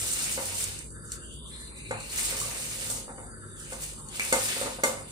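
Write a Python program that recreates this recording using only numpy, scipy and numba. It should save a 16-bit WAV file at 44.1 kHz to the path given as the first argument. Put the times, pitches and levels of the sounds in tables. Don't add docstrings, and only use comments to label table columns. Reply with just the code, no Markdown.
import sys
import numpy as np
from scipy import signal
from scipy.fft import rfft, irfft, next_fast_len
from scipy.io import wavfile
from scipy.ndimage import uniform_filter1d
from numba import njit

SR = 44100
rng = np.random.default_rng(int(sys.argv[2]) if len(sys.argv) > 2 else 0)


def nominal_scale(level):
    x = np.asarray(level, float) / 20
    return 10 ** x


def persist_wave(psi):
    counts = np.round(np.clip(psi, -1, 1) * 32767).astype(np.int16)
    wavfile.write(sys.argv[1], SR, np.atleast_2d(counts).T)


N = 225457
T = np.arange(N) / SR
PORT_LAG = 9
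SIDES = np.array([[1], [-1]])


def level(x, db):
    return x * nominal_scale(db) / np.sqrt(np.mean(x ** 2))


def decay(t, t60):
    return np.exp(-np.log(1000) * t / t60)


def burst(s, db, rise_s, fall_s):
    return nominal_scale(db - 20 * np.where(T < s, (s - T) / rise_s, (T - s) / fall_s))


def walk(rate_hz):
    k = int(SR / rate_hz)
    steps = np.repeat(rng.standard_normal(N // k + 1), k)
    return 1.3 * uniform_filter1d(uniform_filter1d(steps, k), k)[:N]


def band(x, hz, width_hz):
    hz = min(hz, .45 * SR)
    return signal.lfilter(*signal.iirpeak(hz, hz / width_hz, fs=SR), x)


@njit
def moving_band(x, hz, width_hz):
    y, b, l = np.empty(len(x)), 0., 0.
    for i in range(len(x)):
        g, k = np.tan(np.pi * hz[i] / SR), width_hz[i] / hz[i]
        v = (b + g * (x[i] - l)) / (1 + g * (g + k))
        b, l, y[i] = 2 * v - b, l + 2 * g * v, k * v
    return y


def colour(x, table):
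    hz, db = np.transpose(table)
    size = next_fast_len(N)
    log_f = np.log(np.arange(size // 2 + 1) * SR / size + 1)
    return irfft(rfft(x, size) * nominal_scale(np.interp(log_f, np.log(hz), db)), size)[..., :N]


def ring(modes, size):
    t, out = T[:size], 0
    for hz, db, t60 in modes:
        strength = nominal_scale(db + 1.5 * rng.standard_normal())
        out = out + strength * np.sin(2 * np.pi * hz * t) * decay(t, t60)
    return out


@njit
def add_bubbles(out, start, hz, cycles, size, glide):
    for j in range(len(start)):
        w, phase, a = 2 * np.pi * hz[j] / SR, 0., size[j]
        fade = np.exp(-hz[j] / SR / cycles[j])
        for i in range(start[j], min(len(out), start[j] + int(5 * cycles[j] * SR / hz[j]))):
            phase += w
            w, a = min(w * (1 + glide * hz[j] / SR / cycles[j]), 2.8), a * fade
            out[i] += a * np.sin(phase)


def bubbles(low_hz, high_hz, cycles, spread_db, glide, apart, count):
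    out, r = np.zeros(N), rng.random((count, 4))
    start = (r[:, 0] * N).astype(np.int64)
    hz = low_hz * (high_hz / low_hz) ** r[:, 1]
    biggest = np.minimum(-np.log(1 - r[:, 3]), 4.5)
    add_bubbles(out, start, hz, cycles * (.5 + r[:, 2]), nominal_scale(spread_db * biggest), glide)
    own = np.array([np.roll(out, N // 3), np.roll(out, -N // 3)])
    return level(np.array([np.roll(out, PORT_LAG), out]) + apart * own, 0)


# f [Hz], density [dB per Hz]
FIZZ = [(1760, -33), (3000, -11), (3260, -13), (3620, -15), (6170, -5), (8520, 5.5), (11400, -3.5),
        (15100, -3), (16000, -17)]
# t [s], flow level [dB], share of coarse lumps [dB]
FLOW = [(0.0, -35.5, -10), (0.42, -33.5, -12), (0.55, -39, -9), (0.61, -32, -15), (0.76, -45, -8),
        (0.9, -51, -7), (1.95, -49.5, -8), (2.11, -43, -6), (2.2, -33, -10), (2.78, -39, -8),
        (2.91, -34, -14), (3.1, -50, -20), (3.5, -50, -6), (3.75, -44, -14), (4.08, -48, -11),
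        (4.25, -38, -7), (4.5, -31.5, -9), (4.8, -50, -5)]
# t [s], peak level [dB], 20 dB rise [s], 20 dB fall [s]
SPURTS = [(.0, -34, .05, .08), (.075, -36, .05, .05), (.32, -37, .05, .06), (1.122, -41, .004, .1),
          (1.57, -49, .2, .2), (2.39, -37, .05, .15), (2.9, -36, .06, .06), (3.73, -41, .12, .14),
          (3.84, -35, .06, .06), (4.155, -39, .03, .15), (4.2, -37, .02, .15), (4.33, -31, .004, .3),
          (4.61, -37, .04, .12), (4.84, -30, .004, .12), (5.11, -44, .15, .1)]


def shower():
    s, flow_db, lump_db = np.transpose(FLOW)
    pour_db = np.interp(T, s, flow_db)
    flow = np.sqrt(nominal_scale(2 * pour_db) + sum(burst(*spurt) ** 2 for spurt in SPURTS))
    shake = sum(burst(knock[0], knock[1], .005, .15) for knock in KNOCKS)
    heavy = np.clip((pour_db + 49) / 11, 0, 1)
    lumpy = np.clip((pour_db + 53.5) / 9, 0, 1)

    fizz = bubbles(low_hz=2860, high_hz=15600, cycles=1.37, spread_db=3.6, glide=.1, apart=1.2, count=14000)
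    fizz = level(colour(fizz, FIZZ), -0.7) * nominal_scale(1.7 * walk(40))

    large = bubbles(low_hz=1700, high_hz=5390, cycles=2.97, spread_db=3.3, glide=.178, apart=1.1, count=5000)
    lumps = flow * nominal_scale(np.interp(T, s, lump_db) + 2.0) + nominal_scale(-28) * shake
    large = large * lumps * nominal_scale(2.73 * walk(30))

    slosh = bubbles(low_hz=582, high_hz=1916, cycles=2.7, spread_db=4.0, glide=.146, apart=1.1, count=3000)
    slosh = slosh * (heavy * nominal_scale(-55) + nominal_scale(-22) * shake) * nominal_scale(2.2 * walk(15))

    patter = rng.standard_normal(N) * nominal_scale(3.0 * walk(30))
    drum = signal.fftconvolve(patter, ring(STEEL[:11], size=SR // 2))[:N]
    drum = level(drum, 0) * (heavy * nominal_scale(-53.5) + nominal_scale(-21.5) * shake)
    return flow * fizz + lumpy * large + slosh + drum


# start [s], end [s], level [dB], hollow under the hand from [Hz], to [Hz]
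STROKES = [(.0, .3, -52, 1400, 1550), (.9, 1.27, -53.5, 1500, 1450), (1.2, 1.7, -52.5, 2950, 3800),
           (1.35, 1.9, -64, 1000, 900), (1.5, 1.67, -56, 1900, 1900), (1.69, 2.12, -50.5, 2250, 2600),
           (1.72, 2.14, -53.5, 3800, 4300), (3.22, 3.7, -54, 1400, 1550), (3.5, 3.75, -58, 3600, 2700),
           (3.85, 4.18, -59, 1000, 900), (4.08, 4.2, -51, 3100, 3400)]
# start [s], end [s], f [Hz], level [dB]
SQUEAKS = [
    (1.507, 1.585, 4100, -53),
    (1.595, 1.7, 4080, -54),
]


def fingers():
    out, hollow_hz = np.zeros(N), 850
    for start, end, db, from_hz, to_hz in STROKES:
        span = slice(int(start * SR), int(end * SR))
        along = np.clip((T[span] - start) / (end - start), 0, 1)
        hz = from_hz * (to_hz / from_hz) ** along
        rub = (rng.standard_normal(N) * nominal_scale(3.4 * walk(60)))[span]
        for place in (-.3, .3, 0):
            rub = moving_band(rub, hz + place * hollow_hz, np.full(len(hz), 0.6 * hollow_hz))
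        press = np.abs(np.sin(np.pi * along)) ** .5
        out[span] += level(rub, db) * press
    for start, end, hz, db in SQUEAKS:
        touch = np.clip(np.minimum(T - start, end - T) / .015, 0, 1)
        out += level(band(rng.standard_normal(N), hz, 22.0), db) * touch
    return out


# t [s], peak level [dB], brightness [dB], rattle of the heap [dB]
KNOCKS = [(0.376, -26.5, -20, 19.5), (1.909, -25.5, -18, 22), (2.325, -33, -12, 14),
          (2.457, -38.5, -12, 19), (2.899, -37.5, -35, 20), (2.982, -42.5, -35, 4), (3.078, -39, -31, 24),
          (3.092, -38, -31, 24), (3.18, -39, -24, 24), (3.235, -43, -30, 22), (3.722, -35.5, -13, 23),
          (4.325, -16, -13, 15), (4.565, -33.5, -31, 18), (4.613, -26, -32, 19), (4.659, -30, -23, 20),
          (4.787, -34.5, -43, 23), (4.835, -16, -12, 13), (4.974, -40, -7, 26)]
# f [Hz], level [dB], t60 [s]
STEEL = [(235.8, -10, 0.3), (259.8, -5.5, 0.3), (318, -11, 0.3), (465, -14, 0.25), (487, -9, 0.3),
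         (518, -1, 0.25), (534.7, 3.5, 0.42), (564.2, 0.5, 0.3), (651, -8, .2), (765, -13, 0.25),
         (903, -3, 0.14), (1170, -7, 0.2), (1486, -5.5, 0.11), (2100, 2, 0.13)]


def knocks():
    out, t = np.zeros(N), T[:SR // 2]
    push = np.hanning(9)
    for s, db, bright_db, heap_db in KNOCKS:
        tilt_db = (bright_db + 22) / 3
        modes = [(hz, mode_db + tilt_db * np.log2(hz / 600), t60) for hz, mode_db, t60 in STEEL]
        heap = band(band(rng.standard_normal(len(t)), 750, 1000.), 600, 1200.) * decay(t, .2)
        body = np.convolve(ring(modes, size=len(t)) + nominal_scale(heap_db) * heap, push)
        i = int(s * SR)
        body = body[:N - i] / np.abs(body).max()
        out[i:i + len(body)] += nominal_scale(db + 5.0) * body
    return signal.sosfilt(signal.butter(2, 190, "high", fs=SR, output="sos"), out)


# t [s], peak level [dB], tail t60 [s], left minus right [dB]
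TICKS = [(.136, -20, .05, -7), (.641, -19, .04, -6), (0.789, -30, .08, -12), (.904, -35, .05, 0),
         (1.1192, -21, 0.17, 3), (1.912, -27.5, 0.29, 0), (2.0038, -29, .1, 0), (2.1772, -22, .06, -5),
         (2.2445, -26, .02, -2), (2.3675, -24, .08, -8), (2.4018, -19, .08, -3), (2.9013, -21.5, .15, -5),
         (3.7304, -30, 0.18, 4), (3.8217, -30, 0.28, 7), (3.935, -35, .06, 0), (4.0867, -31, 0.23, 7),
         (4.1958, -22, .08, 2), (4.252, -31, .06, 0), (4.3263, -10, 0.36, 3.5), (4.8369, -10.5, 0.38, 2)]
# f [Hz], level [dB], t60 [s]
RIM = [(4400, 7, .06), (5770, 5, 0.086), (6400, -4, 0.26), (7640, 3, 0.16), (8340, 11.5, 0.059)]


def ticks():
    out, t = np.zeros((2, N)), T[:SR // 3]
    for s, db, tail_s, pan_db in TICKS:
        crack = np.exp(-t / .0016) + nominal_scale(-12.5) * decay(t, tail_s)
        noise = rng.standard_normal((2, len(t))) * crack
        bright = band(band(noise, 7500, 3300.0), 7500, 3300.0)
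        broad = band(band(noise, 5000, 6000.), 4700, 7000.)
        hit = 1.49 * bright + nominal_scale(-9.5) * broad + nominal_scale(-27) * ring(RIM, size=len(t))
        i = int(s * SR)
        out[:, i:i + len(t)] += (nominal_scale(db + SIDES * pan_db / 2) * hit)[:, :N - i]
    return out


# t [s], peak level [dB], f [Hz]
PLOPS = [
    (2.1849, -29, 2070),
    (2.415, -36, 1150),
    (4.1964, -22, 2220),
    (4.2064, -25, 2480),
    (4.2184, -30, 2260),
    (4.4894, -33, 1780),
]


def plops():
    out = np.zeros(N)
    s, db, hz = np.transpose(PLOPS)
    add_bubbles(out, (s * SR).astype(np.int64), hz, np.full(len(s), 7.), nominal_scale(db + 5), .03)
    return out


# t [s], level [dB]
MOTOR = [
    (0.0, -49),
    (.6, -56),
    (.8, -48),
    (1.7, -47),
    (2.2, -62),
    (5.11, -66),
]
# t [s], level [dB]
BOOMS = [(0.0, -46), (.5, -46), (.68, -45), (1.0, -50), (1.93, -46), (2.3, -49), (2.45, -48), (2.75, -49),
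         (2.92, -44), (3.5, -48), (4.42, -50), (5.0, -51)]
# f [Hz], width [Hz], level [dB]
HUM = [(50.3, 1, -52.5), (146.7, 6.6, -55), (221.5, 5.8, -59.5), (352, 16, -65), (3646, 53, -68),
       (4650, 60, -63.5), (6230, 200, -95)]


def hum():
    motor = nominal_scale(np.interp(T, *np.transpose(MOTOR)))
    boom = nominal_scale(-55) + sum(nominal_scale(db) * np.exp(-((T - s) / .07) ** 2) for s, db in BOOMS)
    out = 0
    for hz, wander_hz, size in ((60.2, 1.2, motor), (103.1, 3.5, boom)):
        phase = 2 * np.pi * np.cumsum(hz + wander_hz * walk(6)) / SR
        out = out + size * nominal_scale(1.8 * walk(12)) * np.sin(phase + np.array([[0], [.6]]))
    for hz, width_hz, db in HUM:
        mid, side = band(rng.standard_normal((2, N)), hz, width_hz)
        out = out + level(mid + np.clip(hz / 1000, .3, 1) * side * SIDES, db)
    return out


# f [Hz], density [dB per Hz]
AIR = [(18, -30), (30, -7.5), (131, -10.5), (449, -9), (740, -21), (1670, -28), (1960, -31), (3670, -47),
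       (4190, -57), (4530, -68), (5590, -21), (8980, -3.5), (10500, -9.5), (12000, -86), (16000, -67)]


def air():
    out = 0
    for hz in 30 * 2 ** np.arange(0, 9.1, 1 / 5):
        mid, side = band(rng.standard_normal((2, N)), hz, hz / 8)
        patchy_db = 1.5 + 6.5 * np.exp(-np.log2(hz / 3200) ** 2 / 1.4)
        wide = mid + np.clip(hz / 800, .42, 1) * side * SIDES
        out = out + nominal_scale(patchy_db * walk(8.5)) * wide / np.sqrt(hz)
    return level(colour(out, AIR), -47)


# f [Hz], t60 [s]
KITCHEN = [(250, 0.39), (1000, 0.4), (4000, 0.36), (9000, 0.2)]


def ports(x, wet_db):
    t, tails = T[:SR // 2], 0
    for hz, t60 in KITCHEN:
        mid, side = rng.standard_normal((2, len(t)))
        pair = band(mid + min(hz / 1320.0, 1) * side * SIDES, hz, 0.87 * hz)
        tails = tails + pair * decay(t, t60) * np.clip(t / 0.001, 0, 1)
    tails = nominal_scale(wet_db) * tails / np.sqrt(np.sum(tails ** 2) / 2)
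    direct = x if x.ndim > 1 else np.array([np.roll(x, PORT_LAG), x])
    return direct + signal.fftconvolve(direct, tails, axes=1)[:, :N]


def scene():
    close = ports(shower(), wet_db=-2.5) + ports(fingers() + plops(), wet_db=-2.5)
    plate = ports(knocks(), wet_db=-5)
    return close + plate + ticks() + hum() + air()


# f [Hz], level per band [dB]
GATE = [(300, -100), (620, -74), (750, -72), (1100, -93.5), (2000, -76.5), (3200, -75.5), (5000, -72.5),
        (7000, -70), (10300, -88), (10900, -75.5), (16000, -78.5)]


def gate_bands(x):
    f, _, z = signal.stft(x, SR, nperseg=1024, noverlap=768)
    power = uniform_filter1d(np.mean(np.abs(z) ** 2, axis=0), size=9, axis=1)
    power = uniform_filter1d(power, size=2, axis=0)
    hz, db = np.transpose(GATE)
    gate_db = np.interp(np.log(f + 1), np.log(hz), db)
    over = (power / nominal_scale(2 * gate_db)[:, None]) ** 2.5
    gain = np.clip(over / (1 + over), nominal_scale(-38), 1)
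    return signal.istft(z * gain, SR, nperseg=1024, noverlap=768)[1][:, :N]


def roll_off(x):
    return signal.sosfilt(signal.butter(12, 16990, fs=SR, output="sos"), x)


# f [Hz], left minus right [dB]
PORTS = [(60, 2.0), (110, 2.5), (200, 1.0), (380, 1.0), (700, -1), (1290, 0), (2380, 1.5), (4400, 3),
         (8120, -1.5), (15000, -1.5)]
# f [Hz], width [Hz], gain [dB]
DIPS = [(3250, 330, -5.5), (5430, 330, -1.5)]


def record(dry):
    hz, db = np.transpose(PORTS)
    x = np.array([colour(c, np.transpose([hz, s * db / 2])) for c, s in zip(dry, (1, -1))])
    for dip_hz, width_hz, dip_db in DIPS:
        x = x - (1 - nominal_scale(dip_db)) * band(x, dip_hz, width_hz)
    x = signal.sosfilt(signal.butter(4, 42, "high", fs=SR, output="sos"), x)
    x = signal.sosfilt(signal.ellip(8, .2, 60, 16000, fs=SR, output="sos"), x)
    x = gate_bands(x)
    return roll_off(x)


dry = scene()
out = record(dry)
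persist_wave(out)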